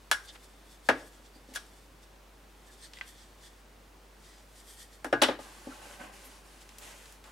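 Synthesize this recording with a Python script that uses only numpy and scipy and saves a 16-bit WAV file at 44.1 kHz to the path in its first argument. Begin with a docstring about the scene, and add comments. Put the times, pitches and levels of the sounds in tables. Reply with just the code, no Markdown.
"""Handling a wooden box

Someone seated in a small quiet room picks up a wooden box, turns it over and sets it down again among
small objects. Each impact excites damped modes: the wooden surface booms and a small hard piece rings.
The box ticks in the hand. Friction makes shaped noise: sleeves and fingers rustle, and things slide
over the wood. A low hum and an even hiss lie under it all."""
import sys
import numpy as np
from scipy import signal
from scipy.fft import rfft, irfft
from scipy.io import wavfile

SR = 44100
rng = np.random.default_rng(int(sys.argv[2]) if len(sys.argv) > 2 else 0)


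def bounce(signal):
    """Save signal as a 16-bit WAV file at the path given by the first command-line argument."""
    frames = np.transpose(np.atleast_2d(signal))
    limited = np.clip(frames, -1, 1)
    pcm = np.round(limited * 32767).astype(np.int16)
    wavfile.write(sys.argv[1], SR, pcm)


N = 322371
TIME = np.arange(N) / SR
AGE = np.arange(int(.7 * SR)) / SR   # seconds since a contact
SIDES = np.array([[1], [-1]])   # left, right
BAND_EDGES_HZ = 88 * 2 ** (np.arange(16) / 2)

# left-right likeness of impacts: frequency_hz, coherence
IMPACT_COHERENCE = [(100, 0.96), (300, 1), (600, 0.9), (1200, 0.66), (2400, 0.44), (4500, 0.75),
                    (9000, 0.74)]
# left-right likeness of rubbing and room tone: frequency_hz, coherence
NOISE_COHERENCE = [(60, 1.0), (150, 0.96), (380, 0.71), (950, 0.54), (2380, 0.58), (5980, 0.77),
                   (15000, 0.77)]
# impacts come from the left: frequency_hz, left_minus_right_db
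IMPACT_BALANCE = [(300, 1), (1500, 2), (3000, 1.6), (8000, 1.4), (12000, 3)]


def from_db(db):
    """Decibels to amplitude ratio."""
    return 10 ** (np.asarray(db) / 20)


def unit_rms(x):
    """Normalise to rms 1."""
    return x / np.sqrt(np.mean(x ** 2) + 1e-20)


def at_hz(points, hz):
    """Interpolate a table on a log-frequency axis."""
    frequencies, values = np.transpose(points)
    return np.interp(np.log(np.maximum(hz, 1)), np.log(frequencies), values)


def add(out, start_s, sound):
    """Superpose a sound from start_s on."""
    start = int(start_s * SR)
    out[:, start:start + sound.shape[1]] += sound[:, :N - start]


def stereo(mid, side, coherence):
    """Sum and difference of independent signals give two partly coherent channels."""
    coherence = np.clip(coherence, 0, 1)
    return (np.sqrt(1 + coherence) * mid + np.sqrt(1 - coherence) * side * SIDES) / np.sqrt(2)


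def flutter(per_s):
    """Random modulation: straight lines between Gaussian values."""
    knots = rng.standard_normal(N // 20)
    return np.interp(TIME * per_s, np.arange(len(knots)), knots)


def coloured(excitation, spectrum):
    """Spectral shaping turns two independent excitations into stereo noise of rms 1."""
    hz = np.arange(N + 1) * SR / (2 * N)
    mid, side = rfft(excitation, 2 * N) * from_db(at_hz(spectrum, hz))
    channels = stereo(mid, side, at_hz(NOISE_COHERENCE, hz))
    return unit_rms(irfft(channels, 2 * N)[:, :N])


def room_tone():
    """Stationary background: two low pure tones over broadband noise."""
    # steady hum: pitch_hz, rms_db
    hum_tones = [(48.7, -58.5), (80.7, -78.5)]
    # noise spectrum of the still room: frequency_hz, relative_db
    floor_spectrum = [(41, -41), (70, -6), (173, -6.5), (227, -4.5), (260, -4.5), (364, -4.5), (655, -8),
                      (803, -7.5), (1480, -11.5), (1810, -13.5), (2430, -15), (3260, -17.5), (15500, -28.5)]
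    hum = sum(from_db(db) * np.sqrt(2) * np.sin(2 * np.pi * (hz * TIME + rng.random()))
              for hz, db in hum_tones)
    return hum + from_db(-58.5) * coloured(rng.standard_normal((2, N)), floor_spectrum)


def near_echoes(x, share, count=12, spread_s=.006):
    """Comb filtering: reflections from box, hand and lap come and go as the hands move."""
    out = x.copy()
    for delay_s in rng.random(count) * spread_s:
        lag = int(delay_s * SR) + 8
        out[:, lag:] += share / np.sqrt(count) * flutter(per_s=5)[lag:] * x[:, :-lag]
    return out


def friction(spectrum, catches_per_s, catch_share, uneven_db, echo_share):
    """Friction noise: smooth rubbing with tiny catches, modulated by uneven pressure."""
    catches = (rng.random(N) < catches_per_s / SR) * rng.standard_normal((2, N))
    rubbing = rng.standard_normal((2, N)) + catch_share * unit_rms(catches)
    pressure = from_db(uneven_db * flutter(per_s=70))
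    return coloured(near_echoes(rubbing * pressure, echo_share), spectrum)


def slide(attack_s=0.028, release_s=0.072):
    """Sliding friction: each push makes the contact hiss and drives the wood's resonances."""
    # spectrum of the sliding contact: frequency_hz, relative_db
    hiss_spectrum = [(1180, -10), (2000, -2.5), (2110, -7), (2630, -4), (3580, -6.5), (4110, -6.5),
                     (9760, -8.5), (12500, -15.5), (15500, -28)]
    # response of the wood: frequency_hz, relative_db
    wood_spectrum = [(120, -40), (200, -3.5), (275, -11.5), (302, -4.5), (415, -9.5), (575, -1.5),
                     (667, -10.5), (860, 1.5), (956, -11), (1020, 0), (1400, -12.5), (1520, -3),
                     (1710, -10.5), (2500, -14.5), (3250, -16), (5500, -120)]
    # pushes of things over the wood: start_s, length_s, hiss_db, wood_db
    pushes = [(5.381, 0.29, -54.5, -55.5), (5.683, 0.11, -56.5, -54), (5.798, 0.14, -52.5, -52),
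              (5.981, .06, -55, -45.5), (6.11, 0.17, -55, -58), (6.29, 0.083, -59, -62.5),
              (6.428, 0.47, -61.5, -65), (6.8, 0.11, -51, -55), (6.938, 0.17, -57, -65.5),
              (7.229, 0.05, -59.5, -55.5)]
    hiss = friction(hiss_spectrum, catches_per_s=800, catch_share=0.18, uneven_db=0.4, echo_share=0.23)
    wood = friction(wood_spectrum, catches_per_s=210, catch_share=0.45, uneven_db=1.0, echo_share=0.5)
    hiss_power, wood_power = 0, 0
    for start_s, length_s, hiss_db, wood_db in pushes:
        attack = np.clip((TIME - start_s) / attack_s, 0, 1)
        release = np.exp(-np.clip(TIME - start_s - length_s, 0, 1) / release_s)
        hiss_power += (from_db(hiss_db) * attack * release) ** 2
        wood_power += (from_db(wood_db) * attack * release) ** 2
    hand_speed = from_db(1.5 * flutter(per_s=8.7))
    return hand_speed * (np.sqrt(hiss_power) * hiss + np.sqrt(wood_power) * wood)


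def stroke_swell(middle_s, half_s, sleeve_db=-14, sleeve_s=0.23):
    """Rubbing grows and fades with a stroke's speed; the sleeve trails faintly around it."""
    apart_s = np.abs(TIME - middle_s)
    hand = np.exp(-(apart_s / half_s) ** 1.46)   # exponent 2 is round, 1 pointed
    sleeve = from_db(sleeve_db) * np.exp(-apart_s / sleeve_s)
    return np.hypot(hand, sleeve)


def rustle(treble_hz=9000):
    """Friction of sleeve and fingers, coloured by resonances; the strokes add in power."""
    # spectrum of the brushing: frequency_hz, relative_db
    rub_spectrum = [(880, -37), (1500, -3), (1860, -3.5), (2700, -5), (3540, 7.5), (3990, 0), (4270, 0.5),
                    (8460, -1), (13100, -7.5), (15500, -36)]
    # resonances of the rubbing: centre_hz, width_hz, boost_db
    resonances = [(1830, 140, 10), (3430, 320, -1), (4540, 270, 2), (5140, 480, 3), (8260, 1300, 3)]
    # strokes of sleeve and fingers: middle_s, half_length_s, level_db, extra_treble_db
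    strokes = [(0.255, .018, -56.5, 6), (0.292, 0.012, -47, -14), (0.34, 0.019, -56.5, 1),
               (0.445, 0.028, -59.5, 4), (0.717, 0.046, -58, 1), (0.873, 0.033, -56.5, 1),
               (1.006, 0.05, -59, 0), (1.075, 0.025, -59, 7.5), (1.15, 0.032, -60.5, -1),
               (1.262, .02, -58.5, -6), (1.36, .022, -64, 4), (1.513, 0.028, -57.5, -4),
               (1.662, .02, -65, 6), (1.752, 0.11, -65, 2), (2.037, .018, -58.5, -7),
               (2.68, 0.013, -60.5, 4), (2.735, 0.022, -59, 1), (2.842, 0.033, -50.5, -5),
               (2.975, 0.036, -60, 0), (3.089, .03, -54.5, 5.5), (3.208, 0.07, -58.5, -12),
               (3.454, 0.033, -52, -3), (4.264, 0.055, -58, -2), (4.33, 0.085, -58.5, -9),
               (4.59, 0.05, -57, 2.5), (4.71, 0.053, -54.5, 6.5), (4.813, 0.038, -52, 4),
               (4.939, 0.025, -58.5, 0)]
    rub = friction(rub_spectrum, catches_per_s=500, catch_share=0.47, uneven_db=1.0, echo_share=0.72)
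    for hz, width_hz, boost_db in resonances:
        peak = signal.lfilter(*signal.iirpeak(hz, hz / width_hz, fs=SR), rub)
        rub = rub + (from_db(boost_db) - 1) * peak
    rub = unit_rms(rub)
    treble = signal.sosfiltfilt(signal.butter(2, treble_hz, "high", fs=SR, output="sos"), rub)
    power, treble_power = 0, 0
    for middle_s, half_s, level_db, treble_db in strokes:
        stroke_power = (from_db(level_db) * stroke_swell(middle_s, half_s)) ** 2
        power += stroke_power
        treble_power += stroke_power * from_db(treble_db) ** 2
    return np.sqrt(power) * (rub - treble) + np.sqrt(treble_power) * treble


def scuffs():
    """A short slip excites one resonance: band-limited noise under a Gaussian envelope."""
    # scuffs and squeaks of skin and wood: middle_s, half_length_s, centre_hz, width_hz, peak_rms_db
    slips = [(0.287, 0.016, 4420, 700, -56), (0.297, 0.017, 3430, 550, -50.5),
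             (0.358, 0.01, 1840, 2600, -50.5), (1.36, 0.024, 4660, 300, -63.5),
             (1.5415, 0.004, 6360, 9500, -46), (1.554, 0.0059, 5740, 9250, -40),
             (2.693, .02, 1710, 200, -61), (2.851, 0.024, 4300, 595, -57), (2.836, 0.023, 8500, 500, -56),
             (2.966, 0.014, 3320, 600, -57), (3.137, 0.098, 3470, 355, -67), (4.314, 0.049, 1940, 120, -66),
             (5.726, 0.011, 1340, 90, -52), (6.26, 0.017, 11800, 3500, -54),
             (6.62, 0.014, 5000, 7000, -54.5)]
    out = np.zeros((2, N))
    for middle_s, half_s, hz, width_hz, level_db in slips:
        noise = stereo(*rng.standard_normal((2, len(AGE))), at_hz(NOISE_COHERENCE, hz))
        edges_hz = np.clip([hz - width_hz / 2, hz + width_hz / 2], 100, .45 * SR)
        rub = signal.sosfilt(signal.butter(2, edges_hz, "band", fs=SR, output="sos"), noise)
        swell = np.exp(-((AGE - 2 * half_s) / half_s) ** 2)
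        add(out, middle_s - 2 * half_s, from_db(level_db) * unit_rms(rub) * swell)
    return out


def broad_peak(level_db, hz, half_width_octaves):
    """The spectrum of one broad resonance, as rows of frequency_hz, level_db."""
    centres_hz = np.sqrt(BAND_EDGES_HZ[1:] * BAND_EDGES_HZ[:-1])
    drop_db = 3 * (np.log2(centres_hz / hz) / half_width_octaves) ** 2
    return np.c_[centres_hz, level_db - np.minimum(drop_db, 70)]


def dense_ring(spectrum, decay_s, crack, tail_db):
    """Modal overlap: after a direct crack, crowded modes and reflections decay as bands of noise."""
    out = np.zeros((2, len(AGE)))
    for k, (low, high) in enumerate(zip(BAND_EDGES_HZ, BAND_EDGES_HZ[1:])):
        hz = np.sqrt(low * high)
        stretch = (hz / 1000) ** -0.18   # low bands last longer
        life_s = 1.53 * decay_s * stretch / np.log(1000)
        room_t60_s = 0.39 * stretch
        squareness = at_hz([(400, 2), (2500, 1)], hz)   # bass holds, then drops; treble falls at once
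        early = np.exp(-(AGE / life_s) ** squareness)
        room_tail = from_db(tail_db - 60 * AGE / room_t60_s)
        noise = stereo(*rng.standard_normal((2, len(AGE))), at_hz(IMPACT_COHERENCE, hz))
        ringing = noise * np.hypot(early, room_tail)
        direct_db = at_hz([(3000, 0), (12000, 1)], hz)   # the walls return less of the highest treble
        ringing[:, 0] += (-1) ** k * crack * from_db(direct_db) * np.sqrt(np.sum(early ** 2))
        band = signal.sosfilt(signal.butter(2, [low, high], "band", fs=SR, output="sos"), ringing)
        click_rms = np.sqrt(2 * (high - low) / SR / len(AGE))   # a unit click's share in this band
        gain = from_db(at_hz(spectrum, hz) + SIDES * at_hz(IMPACT_BALANCE, hz) / 2)
        out += unit_rms(band) * click_rms * gain
    return out


def mode_ring(modes, rise_s, waver_db=3.0):
    """Free vibration: each mode is a damped sinusoid struck with a random strength."""
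    out = np.zeros((2, len(AGE)))
    for k, (hz, level_db, t60_s) in enumerate(modes):
        life_s = t60_s / np.log(1000)
        coherence = np.clip(at_hz(IMPACT_COHERENCE, hz), 0, 1)
        # short waves arrive out of step at left and right, and reflections make them waver
        wave = np.sin(2 * np.pi * hz * AGE + SIDES * (-1) ** k * np.arccos(coherence) / 2)
        knots = rng.standard_normal((2, 64))
        waver = np.array([np.interp(AGE * 90, np.arange(64), side) for side in knots])
        strength_db = rng.uniform(-3.3, 4.2) + waver_db * np.sqrt(1 - coherence) * waver
        gain = from_db(level_db + strength_db + SIDES * at_hz(IMPACT_BALANCE, hz) / 2)
        out += gain * wave * np.exp(-AGE / life_s) * 2 / (life_s * SR)
    return out * (1 - np.exp(-AGE / rise_s))


def ticks():
    """Light impacts each excite one broad, quickly damped resonance."""
    # things touching as they slide: start_s, level_db, centre_hz, half_width_octaves, decay_s
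    touches = [(6.691, -19, 2980, 0.88, 0.026), (6.784, -16.5, 6700, 0.91, 0.027),
               (7.057, -23, 2980, 0.91, 0.055), (7.124, -25, 7000, 0.89, 0.048),
               (7.241, -21, 1780, 1.3, 0.049)]
    out = np.zeros((2, N))
    for start_s, level_db, hz, octaves, decay_s in touches:
        spectrum = broad_peak(level_db, hz, octaves)
        add(out, start_s, dense_ring(spectrum, decay_s, crack=0.53, tail_db=-11.5))
    return out


def taps():
    """Damping by the hand leaves the tapped box only a short hollow tock, a click and a dull thud."""
    # modes of the open box held in the hand: pitch_hz, level_db, t60_s
    held_modes = [(1570, 1, 0.12), (2010, 1.5, 0.025), (2140, -3, 0.031), (2440, -3, 0.022),
                  (3300, -4, 0.025)]
    # fingertips on the box: start_s, tock_db, click_db, click_centre_hz
    finger_taps = [(2.935, -16, -14, 3150), (2.972, -7, -27, 3000), (2.9868, -18, -16.5, 2780),
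                   (3.011, 4.5, -5.5, 1820)]
    out = np.zeros((2, N))
    for start_s, tock_db, click_db, hz in finger_taps:
        click = broad_peak(click_db, hz, half_width_octaves=0.64)
        thud = broad_peak(click_db - 10, hz=860, half_width_octaves=0.71)
        add(out, start_s, from_db(tock_db) * mode_ring(held_modes, rise_s=0.00032))
        add(out, start_s, dense_ring(click, decay_s=0.021, crack=0.65, tail_db=-13.5))
        add(out, start_s, dense_ring(thud, decay_s=0.029, crack=0.4, tail_db=-9))
    return out


def boom(rise_s):
    """Wood radiates little below its lowest mode; the room's resonance builds up after it."""
    # low modes of the box and the surface under it: pitch_hz, level_db, t60_s
    wood_modes = [(232, -0.5, 0.1), (261.7, 10.5, 0.16), (298.2, 6.5, 0.17), (363, -3, 0.18),
                  (449.5, -1, 0.17), (550, 7, 0.038), (662, -7, 0.24), (772, 2.5, 0.1), (845, 7, 0.12),
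                  (866, 0.5, 0.17), (1030, -5, 0.23), (1218, 3, 0.16)]
    # the room's own low note: pitch_hz, level_db, t60_s
    room_modes = [(127, -2.5, 0.42)]
    radiation = signal.butter(3, 195, "high", fs=SR, output="sos")
    wood = signal.sosfilt(radiation, mode_ring(wood_modes, rise_s))
    return wood + mode_ring(room_modes, rise_s=0.014)


def bumps():
    """A soft contact acts as a low-pass filter: it excites mainly the low modes, and slowly."""
    # hand and objects bumping the wood: start_s, boom_db
    soft_contacts = [(1.194, -12.5), (1.358, -8), (1.485, -7), (1.516, -5.5), (5.668, 8), (5.841, -17),
                     (6.006, -4), (6.035, -9.5), (6.262, -10)]
    out = np.zeros((2, N))
    for start_s, boom_db in soft_contacts:
        add(out, start_s, from_db(boom_db) * boom(rise_s=0.0031))
    return signal.sosfilt(signal.butter(2, 540, fs=SR, output="sos"), out)


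def knocks(gap_hz=168, gap_width_hz=58):
    """Impacts of wood on wood excite the modes of surface, box walls and a small piece damped by grip."""
    # hard contacts: start_s, boom_db, wood_db, hollow_db, clack_db, snap_db, piece_db,
    # piece_t60_ratio, decay_s, crack_share
    impacts = [(0.1141, -1.5, 16.5, 9, 9, 1.5, 25.5, 1, 0.084, 0.74),
               (0.8880, 24.5, 21, 12.5, 5.5, -9, 26.5, 0.78, 0.088, 0.36),
               (1.5583, -10, -5.5, -12, -2, -8.5, 12.5, 0.57, 0.052, 0.18),
               (1.5721, -28, -4, -9, -12, -30, -4, .7, 0.026, 0.25),
               (5.0449, 11.5, 2, -5.5, -13, -16.5, 10.5, 0.56, 0.12, 0.56),
               (5.127, 24.5, 13.5, 3, -3, -20, 25, 1.15, 0.07, 0.27),
               (5.2167, 21, 10, 2, 14.5, -20, 9, .6, 0.053, 0.34),
               (5.2203, 19.5, 18.5, 15.5, 7.5, 3.5, 19.5, .6, 0.069, 0.35),
               (5.233, 16.5, 16, 9, 17, -10.5, 15, .6, 0.095, 0.22),
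               (5.2859, 21, 8.5, 0, 1.5, -34, -6, .6, 0.17, .4),
               (5.3900, 5, -16, -20, -20, -43, -14, .6, .05, 0.52)]
    # upper modes of the box walls: pitch_hz, level_db, t60_s
    wall_modes = [(2680, -2, 0.062), (2960, 7, 0.093), (3080, 2, 0.047), (3360, 5.5, 0.1), (3270, -4, 0.14),
                  (3840, -9, 0.18), (5420, 1.5, 0.074)]
    # modes of the small hard piece: pitch_hz, level_db, free_t60_s
    piece_modes = [(1402, -4, 0.16), (1484, 2, 0.17), (1580, -8.5, 0.45), (1650, 2.5, 0.19),
                   (1675, -8.5, 0.72), (1719, -2.5, 0.055), (2800, -14, 0.12), (2865, -14, 0.092)]
    # its overtones, strong in the sharpest contacts: pitch_hz, level_db, t60_s
    piece_overtones = [(3440, 16, 0.077), (4520, 4, 0.16), (5620, 16, 0.25), (5800, 13.5, 0.073),
                       (8100, 14, 0.12)]
    out = np.zeros((2, N))
    for (start_s, boom_db, wood_db, hollow_db, clack_db, snap_db, piece_db,
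         t60_ratio, decay_s, crack) in impacts:
        spectrum = [(100, boom_db - 18), (165, boom_db - 35), (260, boom_db - 4),
                    (600, (boom_db + wood_db) / 2),
                    (1000, wood_db - 4), (1300, wood_db + .5), (1750, wood_db - 1),
                    (2300, hollow_db), (3500, clack_db - 0.5),
                    (9000, snap_db), (12000, snap_db + 9), (15500, snap_db - 42)]
        gripped_modes = [(hz, db, free_t60_s * t60_ratio) for hz, db, free_t60_s in piece_modes]
        add(out, start_s, dense_ring(spectrum, decay_s, crack, tail_db=-14))
        add(out, start_s, from_db(boom_db - 5) * boom(rise_s=0.0021))
        add(out, start_s, from_db(clack_db) * mode_ring(wall_modes, rise_s=0.00093))
        add(out, start_s, from_db(piece_db) * mode_ring(gripped_modes, rise_s=0.0012, waver_db=5.0))
        add(out, start_s, from_db(snap_db) * mode_ring(piece_overtones, rise_s=0.0011))
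    # the wood is nearly mute between the room's note and its own lowest mode
    return signal.lfilter(*signal.iirnotch(gap_hz, gap_hz / gap_width_hz, fs=SR), out)


def scene():
    """Superposition of the impacts, the friction and the room tone."""
    return knocks() + bumps() + taps() + ticks() + scuffs() + rustle() + slide() + room_tone()


def record(dry):
    """Band limiting: a steep low-pass filter removes the highest treble."""
    cutoff_hz = 15750
    return signal.sosfilt(signal.ellip(10, .1, 80, cutoff_hz, fs=SR, output="sos"), dry)


dry = scene()
out = record(dry)
bounce(out)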